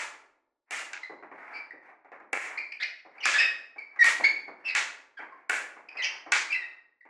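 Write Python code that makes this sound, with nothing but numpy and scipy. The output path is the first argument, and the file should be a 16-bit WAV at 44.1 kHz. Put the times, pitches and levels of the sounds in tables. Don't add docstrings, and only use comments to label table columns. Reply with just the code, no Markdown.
import sys
import numpy as np
from scipy import signal
from scipy.io import wavfile
from scipy.ndimage import uniform_filter1d

SR = 44100
rng = np.random.default_rng(int(sys.argv[2]) if len(sys.argv) > 2 else 0)


def file_out(sig):
    cols = np.atleast_2d(sig).T
    lim = np.clip(cols, -1, 1)
    pcm = np.round(lim * 32767).astype(np.int16)
    wavfile.write(sys.argv[1], SR, pcm)


N = 312669
LEAD = SR // 4

# (frequency [Hz], relative level [dB])
AIR_SPECTRUM = [(30, -5), (130, 0.5), (400, 7), (2000, -5.5), (4000, 2), (13000, -24)]
# (time [s], direct level [dB], hall level [dB], body below 1 kHz [dB],
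# hardness near 3-6 kHz [dB], sizzle above 9 kHz [dB], knock centre [Hz], time the tail stays level [s])
BLOWS = [ (-0.055, -21, 1, 4, 2.5, 5, 2670, 0.091), (0.709, -10.5, 0, 0, 2.5, 7.5, 1920, 0.097),
         (0.933, -10, -15, -5, 8.5, -13, 2530, .01), (2.331, 2, 2, 0.5, -5.5, 2, 2040, 0.14),
         (3.256, 3.5, 6.5, -3, 7.5, 1, 2520, 0.088), (4.044, -1, 6, 1, 8, 9.5, 2300, 0.059),
         (4.751, 0.5, 5.5, .5, 9, 0.5, 2160, 0.039), (5.497, 2.5, 4.5, 0.5, -0.5, 5.5, 1540, 0.079),
         (6.321, 5, 7, -1, 8, -1, 2145, 0.05)]
# (frequency [Hz], relative level [dB])
BENDING_MODES = [(560, -29.5), (860, -6.5), (1110, -12), (1440, -2), (1660, 0), (1940, -4), (2330, 0),
                 (2580, -1)]
# (frequency [Hz], relative level [dB])
SNAP_SPECTRUM = [(40, -29.5), (150, -42), (280, -15.5), (600, -8.5), (1100, -3), (1600, 3), (2300, 4.5),
                 (3000, -8), (3800, -12), (5200, -12.5), (7200, -8), (9500, -20), (12000, -36),
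                 (14000, -51)]
# (delay [s], relative level [dB])
WALL_ECHOES = [(.0065, -3.5), (.0098, -2), (0.0216, -5), (.033, -4), (.043, -3)]
# (frequency [Hz], time to fall 60 dB [s])
HALL_DECAY = [(150, 1.2), (300, 1.08), (700, 0.76), (1800, 0.53), (2600, 0.47), (4600, 0.47), (8000, 0.43),
              (13000, 0.57)]
# (start [s], duration [s], level [dB])
SLIDE_STROKES = [(0.654, 0.12, -66), (0.84, 0.26, -54), (1.3, 0.38, -46.5), (1.801, 0.13, -54),
                 (2.442, 0.17, -45), (3.068, 0.33, -54), (3.85, 0.17, -61), (4.505, 0.37, -55),
                 (5.274, 0.19, -59), (5.821, 0.46, -50.5), (6.504, 0.3, -60)]
# (frequency [Hz], relative level [dB])
SWISH_SPECTRUM = [(40, -42.5), (150, -28.5), (280, -4), (500, -2), (850, 9), (1200, 5.5), (2200, 9),
                  (3200, -23), (5000, -24.5), (8000, -34.5), (13000, -49.5)]
# (start [s], duration [s], first pitch [Hz], last pitch [Hz], level [dB], bite [0-1])
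SOLE_SLIPS = [ (1.03, .013, 2120, 2010, -34.5, 0.63), (1.523, 0.084, 2200, 2397, -41, 0.66),
              (1.707, 0.0063, 2010, 1790, -37, 0), (2.573, .014, 2068, 2437, -30, 0.59),
              (2.583, 0.013, 2425, 2357, -30.5, 0.6), (2.719, 0.011, 2426, 2370, -34, 0.67),
              (2.796, .034, 1727, 1937, -34.5, 0.89), (2.819, 0.023, 1968, 2435, -27.5, 0.86),
              (3.18, .01, 2320, 2440, -45.5, .45), (3.201, 0.025, 3160, 2540, -42, 0.61),
              (3.221, 0.065, 2332, 2628, -29.5, 0.79), (3.328, 0.063, 1644, 1803, -25.5, 0.79),
              (3.378, 0.038, 2530, 2560, -18.5, 0.69), (3.385, 0.057, 1784, 1916, -26, .72),
              (3.78, 0.019, 2380, 2193, -36, 0.42), (3.989, 0.023, 1975, 1854, -20.5, 0.1),
              (4.003, 0.029, 1966, 1818, -13.5, 0.27), (4.019, 0.031, 2233, 2210, -26.5, 0.7),
              (4.235, 0.03, 2124, 2317, -16.5, 0.66), (4.239, 0.016, 1690, 1672, -30, 0.79),
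              (4.641, .077, 2760, 2470, -32, 0.58), (4.673, 0.052, 2373, 2055, -35.5, .85),
              (5.168, 0.03, 1680, 1494, -42, 0.58), (5.318, 0.02, 1143, 1007, -47.5, .2),
              (5.885, 0.013, 2626, 2330, -41.5, 0.68), (5.967, .017, 2370, 2700, -34.5, 0.58),
              (5.978, 0.047, 2174, 1875, -32.5, 0.58), (6.017, 0.025, 2902, 3173, -32, 0.68),
              (6.029, 0.038, 2322, 2867, -28, .95), (6.498, 0.031, 2420, 2290, -31, 0.53),
              (6.522, 0.017, 2774, 2473, -24.5, 0.43), (6.538, 0.033, 2102, 1907, -30, 0.53),
              (6.614, 0.028, 1893, 1873, -37, .52), (7.007, 0.013, 2085, 1820, -51.5, 0.07)]
# (frequency [Hz], relative level [dB])
RASP_SPECTRUM = [(100, -42.5), (600, -10), (1300, -16.5), (2200, 7.5), (3300, -27.5), (4700, -2.5),
                 (6000, -22.5), (7500, -23), (13000, -53.5)]
# (time [s], level [dB], flatness [dB])
FOOTFALLS = [(1.097, -17, -8.5), (1.226, -19.5, -1.5), (1.315, -18.5, -3), (1.735, -27, -14),
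             (1.889, -27, 0), (2.047, -28, -1), (2.118, -18.5, 3.5), (2.201, -24.5, -1.5),
             (3.05, -25.5, -8), (3.76, -24.5, 1), (3.961, -20, 9.5), (4.2, -9, -3.5), (4.479, -17, -3.5),
             (5.192, -15, 8.5), (5.222, -18.5, 4), (5.767, -22.5, 1), (5.953, -21, 3.5), (6.263, -17, -5.5),
             (7.053, -29, 1.5)]
# (frequency [Hz], relative level [dB])
SOLE_SPECTRUM = [(40, -26), (140, -18), (200, -7.5), (300, 5), (550, 5.5), (850, 10.5), (1300, 5),
                 (2200, 6), (3200, -24.5), (7000, -33.5), (13000, -60.5)]


def amp(db):
    return 10 ** (np.asarray(db) / 20)


def unit(x):
    return x / np.sqrt(np.sum(x ** 2) + 1e-20)


def curve(points, hz):
    table_hz, value = np.transpose(points)
    return np.interp(np.log(hz + 1), np.log(table_hz + 1), value)


def shelf(hz, corner_hz):
    return 1 - 1 / (1 + (hz / corner_hz) ** 8)


def pulse(spectrum_db, size=2048):
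    log_gain = np.log(amp(spectrum_db(abs(np.fft.fftfreq(size, 1 / SR)))))
    return np.fft.ifft(np.exp(np.conj(signal.hilbert(log_gain)))).real


def noise(spectrum):
    colour = unit(pulse(lambda hz: curve(spectrum, hz)))
    return signal.oaconvolve(rng.standard_normal(N + LEAD), colour, "same")


def still_air(level_db=-102.5):
    return amp(level_db) * noise(AIR_SPECTRUM)


def stick_clacks(ring_t60_s=.035, chatter_s=.002, knock_db=2, mellow_db=-4, size=4096):
    out, t = np.zeros(N + LEAD), np.arange(size) / SR
    mode_hz, mode_db = np.transpose(BENDING_MODES)[:, :, None]
    damping = amp(-60 * t / ring_t60_s)
    radiation = signal.butter(2, 420, "high", fs=SR)
    snap = unit(pulse(lambda hz: curve(SNAP_SPECTRUM, hz), size=size))
    mellow = pulse(lambda hz: mellow_db * (shelf(hz, 2900) - shelf(hz, 5800)))
    for start, direct_db, hall_db, body_db, hard_db, sizzle_db, knock_hz, plateau_s in BLOWS:
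        grip, place = rng.standard_normal((2, len(mode_hz), 1))
        modes = np.sign(place) * amp(mode_db) * np.sin(2 * np.pi * mode_hz * (1 + .03 * grip) * t)
        ring = signal.lfilter(*radiation, unit(damping * modes.sum(0)))
        contacts = rng.standard_normal(size) * np.exp(-t / chatter_s)
        chatter = unit(signal.fftconvolve(snap, contacts)[:size])
        crack_db = .45 * hard_db
        colour = pulse(lambda hz: body_db * (1 - shelf(hz, 1000))
                       + knock_db * np.exp(-((hz - knock_hz) / 300) ** 2)
                       + hard_db * shelf(hz, 2600)
                       + (crack_db - hard_db) * shelf(hz, 5800)
                       + (sizzle_db - crack_db) * shelf(hz, 8800))
        direct = signal.fftconvolve(unit(snap + amp(-7) * chatter + amp(-1) * ring), colour)
        direct = signal.fftconvolve(direct, mellow)
        scattered = signal.fftconvolve(unit(snap + amp(-10) * ring), colour)
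        add(out, start, amp(direct_db) * early_reflections(direct))
        add(out, start, amp(hall_db) * reverberation(scattered, plateau_s, gap_s=.009))
    return out


def early_reflections(x, floor_s=.0026, floor_db=-3, dull_hz=2800):
    delay_s, level_db = np.transpose(WALL_ECHOES)
    stretch = rng.uniform(.94, 1.06, len(WALL_ECHOES) + 1)
    taps = np.zeros(SR // 10)
    taps[(delay_s * stretch[1:] * SR).astype(int)] = amp(level_db)
    taps = signal.lfilter(*signal.butter(2, dull_hz, fs=SR), taps)
    taps[0] = 1
    taps[int(floor_s * SR * stretch[0])] += amp(floor_db)
    return signal.fftconvolve(x, unit(taps))


def reverberation(x, plateau_s, gap_s=.0057, early_db=4, early_s=.068, size=256):
    hz, t = np.fft.rfftfreq(size, 1 / SR)[:, None], np.arange(0, SR, size // 2) / SR
    field = rng.standard_normal((len(hz), 2 * len(t))).view(complex)
    level_db = -60 * np.maximum(t - plateau_s, 0) / curve(HALL_DECAY, hz)
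    level_db += early_db * np.exp(-t / early_s) * (1 - shelf(hz, 3200))
    level_db -= 32 * t * (hz / 10400) ** 2
    tail = signal.istft(field * amp(level_db), nperseg=size)[1]
    tail *= np.clip(np.arange(len(tail)) / (gap_s * SR) - .5, 0, 1)
    return unit(signal.fftconvolve(x, tail)) * np.linalg.norm(x)


def add(mix, start, sound):
    part = mix[max(LEAD + round(start * SR), 0):][:len(sound)]
    part += sound[:len(part)]


def shuffles(direct_db=-3, hall_db=-2, uneven_db=2.5, smoothing=700):
    out, swish = np.zeros(N + LEAD), noise(SWISH_SPECTRUM)
    unevenness = uniform_filter1d(rng.standard_normal(len(swish)), smoothing) * np.sqrt(smoothing)
    swish *= amp(uneven_db * unevenness)
    for start, duration, level_db in SLIDE_STROKES:
        stroke = swish[round(start * SR):][:int(duration * SR)]
        stroke = amp(level_db) * stroke * signal.windows.tukey(len(stroke), .8)
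        add(out, start, amp(direct_db) * stroke)
        add(out, start, amp(hall_db) * reverberation(stroke, plateau_s=.02))
    return out


def sole_squeaks(direct_db=-3, hall_db=-2, flutter=.31, rasp_db=-9, lock_db=-19):
    out = np.zeros(N + LEAD)
    scrape = unit(pulse(lambda hz: curve(RASP_SPECTRUM, hz)))
    smoother = unit(np.hanning(72))[None]
    for start, duration, first_hz, last_hz, level_db, bite in SOLE_SLIPS:
        size = int(duration * SR)
        roughness = (.12 + bite ** 3.2) / np.hypot(1, amp(level_db - lock_db))
        white = rng.standard_normal((3, SR // 4))
        wobble, grip = signal.fftconvolve(white[:2], smoother, "same")[:, :size]
        pitch_hz = np.linspace(first_hz, last_hz, size) * (1 + .11 * roughness * wobble)
        phase = 2 * np.pi * np.cumsum(pitch_hz) / SR
        second = amp(-36.5 + 34 * bite) * np.sin(2 * phase)
        upper = amp(-20.5 + .64 * level_db) * (np.sin(3 * phase) + amp(-11.5) * np.sin(4 * phase))
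        tone = (np.sin(phase) + second + upper) * np.exp(flutter * roughness * grip)
        rasp = amp(rasp_db) * roughness * signal.fftconvolve(white[2, :size], scrape)[:size]
        chirp = (tone + rasp) * signal.windows.tukey(size, .7)
        chirp = amp(level_db) * np.sqrt(size) * unit(chirp)
        add(out, start, amp(direct_db) * chirp)
        add(out, start, amp(hall_db) * reverberation(chirp, plateau_s=.0068, gap_s=.0067))
    return out


def footsteps(direct_db=1.5, hall_db=4, contact_s=.0032, size=2048):
    out, t = np.zeros(N + LEAD), np.arange(size) / SR
    for start, level_db, flat_db in FOOTFALLS:
        thud_db, slap_db = -.5 * flat_db, .69 * flat_db
        colour = unit(pulse(lambda hz: curve(SOLE_SPECTRUM, hz)
                            + thud_db * (1 - shelf(hz, 620)) + slap_db * shelf(hz, 1400)))
        contact = rng.standard_normal(size) * np.exp(-t / contact_s)
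        pat = unit(early_reflections(signal.fftconvolve(contact, colour)))
        add(out, start, amp(level_db + direct_db) * pat)
        add(out, start, amp(level_db + hall_db) * reverberation(colour, plateau_s=.0082))
    return out


def scene(side_db=-24, size=300):
    mid = stick_clacks() + sole_squeaks() + footsteps() + shuffles() + still_air()
    scatter = rng.standard_normal(size) * np.hanning(size)
    quadrature = unit(np.r_[-scatter[::-1], 0, scatter])
    side = amp(side_db) * signal.oaconvolve(mid, quadrature, "same")
    return np.array([mid + side, mid - side])[:, LEAD:]


def record(dry, cutoff_hz=14000):
    low_pass = signal.firwin(401, cutoff_hz, window=("kaiser", 9), fs=SR)
    return signal.oaconvolve(dry, low_pass[None], "same")


dry = scene()
out = record(dry)
file_out(out)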